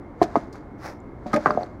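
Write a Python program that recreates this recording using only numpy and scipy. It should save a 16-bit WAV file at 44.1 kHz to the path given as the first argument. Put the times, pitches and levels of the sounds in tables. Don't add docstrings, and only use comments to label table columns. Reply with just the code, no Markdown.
import sys
import numpy as np
from scipy import signal
from scipy.fft import rfft, irfft
from scipy.io import wavfile

SR = 44100
rng = np.random.default_rng(int(sys.argv[2]) if len(sys.argv) > 2 else 0)


def wrap_up_sound(samples):
    columns = np.atleast_2d(samples).T
    tamed = np.clip(columns, -1, 1)
    steps = np.round(tamed * 32767).astype(np.int16)
    wavfile.write(sys.argv[1], SR, steps)


N = 79380
T = np.arange(N) / SR

CRACK_DB, CRACK_HZ = -20, 1736
NODE_DEPTH = 0.69
FIBRE_DB, FIBRE_T60_S = -5, 0.078
GRAINS_PER_S, GRAIN_SPREAD_DB = 3300, 5

# pitch_hz, relative_db, base_t60_s
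LOG_MODES = [(224.2, -24, 0.19), (306, -19, .057), (340.5, -24.5, 0.098), (427.2, -25, 0.086),
             (603.6, -18.5, 0.17), (678, -23, 0.12), (722.5, -28, 0.17), (1059, -32.5, 0.089),
             (1246, -18, 0.057), (1610, -26, 0.077), (1820, -33, 0.064), (2080, -26, 0.074)]
# start_s, extra_decay_db_per_s
GROUND_CHOKES = [(1.379, 200), (1.645, 352)]
# start_s, level_db, low_hz, high_hz, rebound_gap_s, rebound_share (0-1), ring_db,
# place (0-1 along the log), thud_db, ring_length_factor
LOG_HITS = [(0.2158, -1.7, 199, 845, 0.0028, 0.76, -4.5, 0.07, -24.5, 1.36),
            (0.3558, -6.5, 810, 993, 0.0011, 0, 4.8, 0.5, -38, 0.6),
            (0.3630, -13, 436, 1094, 0.0019, 0.13, 0.5, 0.1, -34, 0.75),
            (0.3680, -16, 220, 457, 0.0035, 0.43, -9, 0.21, -7, 0.93),
            (1.26, -26.5, 212, 900, 0.0053, 0.72, 2, 0.14, 1.5, 1.3),
            (1.3326, -20.5, 1160, 1290, 0.002403, 0.68, 3, 0.11, -35, 1.42),
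            (1.3369, -15, 148, 1220, 0.0038, 0.55, 4.2, 0.06, -1, 1.75),
            (1.3524, -21.5, 696, 727, 0.00355, 0.72, 7.5, 0.23, -19.5, 1.3),
            (1.3709, -11, 310, 716, 0.00347, 0.86, -9, 0.12, -11.5, 1.4),
            (1.4594, -2, 675, 1450, 0.0026, 0.67, -10, 0.21, -21.5, 0.32),
            (1.4712, -9, 151, 1490, 0.0078, 0.6, -9.5, 0.38, -19, 1.4),
            (1.4902, -23.5, 208, 815, 0.0049, 0.67, 9, 0.27, -18, 2.14),
            (1.5060, -9, 435.0, 1410, 0.00079, 0.45, -5, 0.5, -12.5, 0.54),
            (1.5492, -23.5, 208, 1275.0, 0.0042, 0.16, -7.5, 0.23, 2, 1.1),
            (1.5739, -11, 505, 754, 0.0024, 0.17, 4.5, 0.14, -11, 0.73),
            (1.6087, -23.5, 587, 784, 0.011, 1, 2, 0.08, -12.5, 1.55)]
def log_knocks():
    out, t = np.zeros(N), T[:N // 4]
    mode_number = 1 + np.arange(len(LOG_MODES))
    hz, mode_db, t60 = np.transpose(LOG_MODES)[:, :, None]
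    tones = from_db(mode_db) * np.cos(2 * np.pi * hz * t) * 2 * np.pi * hz / SR
    thud = pulse(low_hz=164, high_hz=323, order=3)
    for start, db, low_hz, high_hz, gap, rebound, ring_db, place, thud_db, length in LOG_HITS:
        push = pulse(low_hz, high_hz) + from_db(CRACK_DB) * pulse(low_hz, CRACK_HZ)
        bounces = sum(rebound ** k * delayed(push, start + k * gap) for k in range(3))
        force = bounces + from_db(thud_db) * delayed(thud, start)
        mode_gains = 1 + NODE_DEPTH * np.cos(2 * np.pi * place * mode_number)
        choke_db = sum(rate * np.maximum(start + t - when, 0)
                       for when, rate in GROUND_CHOKES if when > start)
        ring = mode_gains @ (tones * from_db(-60 * t / (t60 * length) - choke_db))
        fibre = dying_noise(FIBRE_T60_S)[:len(t)]
        wood = signal.unit_impulse(len(t)) + from_db(ring_db) * ring + from_db(FIBRE_DB) * fibre
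        out += from_db(db) * through(force, wood)
    return disperse(out)


def disperse(x, travel_at_1khz_s=0.00122):
    khz = np.arange(N // 2 + 1) * SR / N / 1000
    lag_cycles = travel_at_1khz_s * 1000 * (2 * np.sqrt(khz) - khz)
    return irfft(rfft(x) * np.exp(-2j * np.pi * lag_cycles), N)


# frequency_hz, relative_db
BRITTLE_EQ = [(1500, 13), (2200, 6.5), (3000, -3), (4200, 3.5), (6000, -2), (8500, -12.5), (10600, -16.5),
              (12500, -18.5), (16000, -26)]
# start_s, relative_db, t60_s
GRIT_SNAPS = [(0.217, -35, 0.034), (0.2232, -21.5, 0.017), (0.2291, -18.5, 0.019), (0.2362, -27, 0.053),
              (0.358, -33.5, 0.073), (0.5556, -41, 0.031), (1.265, -42, 0.2), (1.331, -27.5, 0.092),
              (1.3412, -27, 0.052), (1.3616, -23, 0.02), (1.3698, -32.5, 0.033), (1.4600, -33.5, 0.061),
              (1.4715, -35.5, 0.022)]
def grit_snaps():
    envelope = from_db(-2.5) * sum(burst(*row) for row in GRIT_SNAPS)
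    return envelope * coloured(rng.standard_normal(N), BRITTLE_EQ)


# start_s, level_db, pitch_hz
STONE_PINGS = [(1.003, -52, 7200), (1.3412, -29, 5470), (1.3409, -35.5, 10300), (1.5089, -29, 4750),
               (1.633, -33, 4300)]
def stone_pings(t60_s=0.0098):
    return sum(burst(start, db, t60_s) * np.sin(2 * np.pi * hz * (T - start))
               for start, db, hz in STONE_PINGS)


# start_s, level_db, t60_s
SPLINTER_CRUNCHES = [(0.3553, -36, 0.041), (1.335, -33, 0.1), (1.3628, -29.5, .06)]
def splinter_crunch():
    grains = edge(crackle(GRAINS_PER_S), 1683, "high", order=8)
    grains = edge(grains, 2190, "low", order=10)
    return sum(burst(*row) for row in SPLINTER_CRUNCHES) * grains / grains.std()


# peak_s, relative_db, rise_s, fall_s
BARK_DRAGS = [(0.233, -43.5, 0.032, 0.05), (0.384, -49.5, 0.16, 0.12), (0.551, -52, 0.023, 0.08),
              (1.348, -47, 0.11, 0.13), (1.463, -44.5, 0.1, 0.18), (1.622, -53, 0.069, 0.087)]
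def bark_drag(rasp_db=5, chink_db=13.5):
    rasp = edge(crackle(GRAINS_PER_S), 443, "high")
    rasp = edge(rasp, CRACK_HZ, "low", order=6)
    grit = coloured(crackle(GRAINS_PER_S) + from_db(chink_db) * stone_chinks(), BRITTLE_EQ)
    envelope = sum(swell(*row) for row in BARK_DRAGS)
    return envelope * (from_db(rasp_db) * rasp / rasp.std() + grit)


def stone_chinks(count=24, low_hz=1683, high_hz=12080, q=41):
    return sum(signal.lfilter(*signal.iirpeak(hz, q, fs=SR), crackle(GRAINS_PER_S / count))
               for hz in rng.uniform(low_hz, high_hz, count))


# frequency_hz, relative_db
CLOTH_EQ = [(200, -4.5), (700, 2), (1300, -2.5), (2000, -6), (3000, -23.5), (5500, -15), (8000, -30.5),
            (12000, -30.5), (15500, -36)]
# time_s, relative_db
SWISH_ENVELOPE = [(0.78, -72.5), (0.858, -46.5), (0.932, -62), (0.99, -85)]
def sleeve_swish(gain_db=13):
    level_db = np.interp(T, *np.transpose(SWISH_ENVELOPE), left=-np.inf, right=-np.inf)
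    return from_db(gain_db + level_db) * coloured(crackle(per_s=10000), CLOTH_EQ)


def cuff_flick():
    flick = burst(start_s=0.5275, db=-37.5, t60_s=0.066) * coloured(rng.standard_normal(N), BRITTLE_EQ)
    return edge(flick, 4040, "high", order=4)


def yard_echo(near, level_db=-20.5, t60_s=0.57, predelay_s=0.012):
    return from_db(level_db) * delayed(through(near, dying_noise(t60_s)), predelay_s)


# frequency_hz, relative_db
RUMBLE_EQ = [(15, -69), (25, -6.5), (64, -2), (123, -2), (170, -7), (293, -1.5), (463, -10.5), (1130, -19),
             (1940, -30), (2160, -37.5), (2480, -43), (2840, -46), (16000, -67.5)]
def night_rumble(level_db=-40):
    return from_db(level_db) * coloured(rng.standard_normal(N), RUMBLE_EQ)


# time_s, level_db
HISS_ENVELOPE = [(0.06, -62.5), (0.5, -66), (1.1, -65.5), (1.25, -67)]
def narrow_hiss(centre_hz=2138, width_hz=52):
    noise = edge(rng.standard_normal(N), centre_hz, "low", order=8)
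    hiss = signal.lfilter(*signal.iirpeak(centre_hz, centre_hz / width_hz, fs=SR), noise)
    return from_db(np.interp(T, *np.transpose(HISS_ENVELOPE))) * hiss / hiss.std()


def from_db(db):
    return 10 ** (np.asarray(db) / 20)


def edge(x, hz, kind, order=2):
    return signal.sosfilt(signal.butter(order, hz, kind, fs=SR, output="sos"), x + 1e-18)


def coloured(x, eq):
    hz, db = np.transpose(eq)
    bin_hz = np.maximum(np.arange(N // 2 + 1) * SR / N, 1)
    y = irfft(rfft(x) * from_db(np.interp(np.log(bin_hz), np.log(hz), db)), N)
    return y / y.std()


def delayed(x, delay_s):
    return np.interp(T - delay_s, T, x, left=0)


def through(x, response):
    return signal.fftconvolve(x, response)[:N]


def dying_noise(t60_s):
    y = rng.standard_normal(N) * from_db(-60 * T / t60_s)
    return y / np.linalg.norm(y)


def pulse(low_hz, high_hz, order=2):
    y = edge(signal.unit_impulse(N), low_hz, "high", order=order)
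    y = edge(y, high_hz, "low", order=6)
    return y / abs(y).max()


def crackle(per_s):
    sizes = from_db(GRAIN_SPREAD_DB * np.minimum(rng.exponential(1, N), 4))
    return sizes * rng.choice([-1, 1], N) * (rng.random(N) < per_s / SR)


def burst(start_s, db, t60_s):
    return from_db(db - 60 * np.maximum(T - start_s, 0) / t60_s) * (T >= start_s)


def swell(peak_s, db, rise_s, fall_s):
    return from_db(db - 20 * np.maximum((peak_s - T) / rise_s, (T - peak_s) / fall_s))


def scene():
    log = log_knocks() + grit_snaps() + stone_pings() + splinter_crunch() + bark_drag()
    near = log + sleeve_swish() + cuff_flick()
    return (near + yard_echo(near) + narrow_hiss() + night_rumble())[None]


def record(dry, cutoff_hz=15900):
    return signal.sosfilt(signal.ellip(10, .1, 70, cutoff_hz, fs=SR, output="sos"), dry)


dry = scene()
out = record(dry)
wrap_up_sound(out)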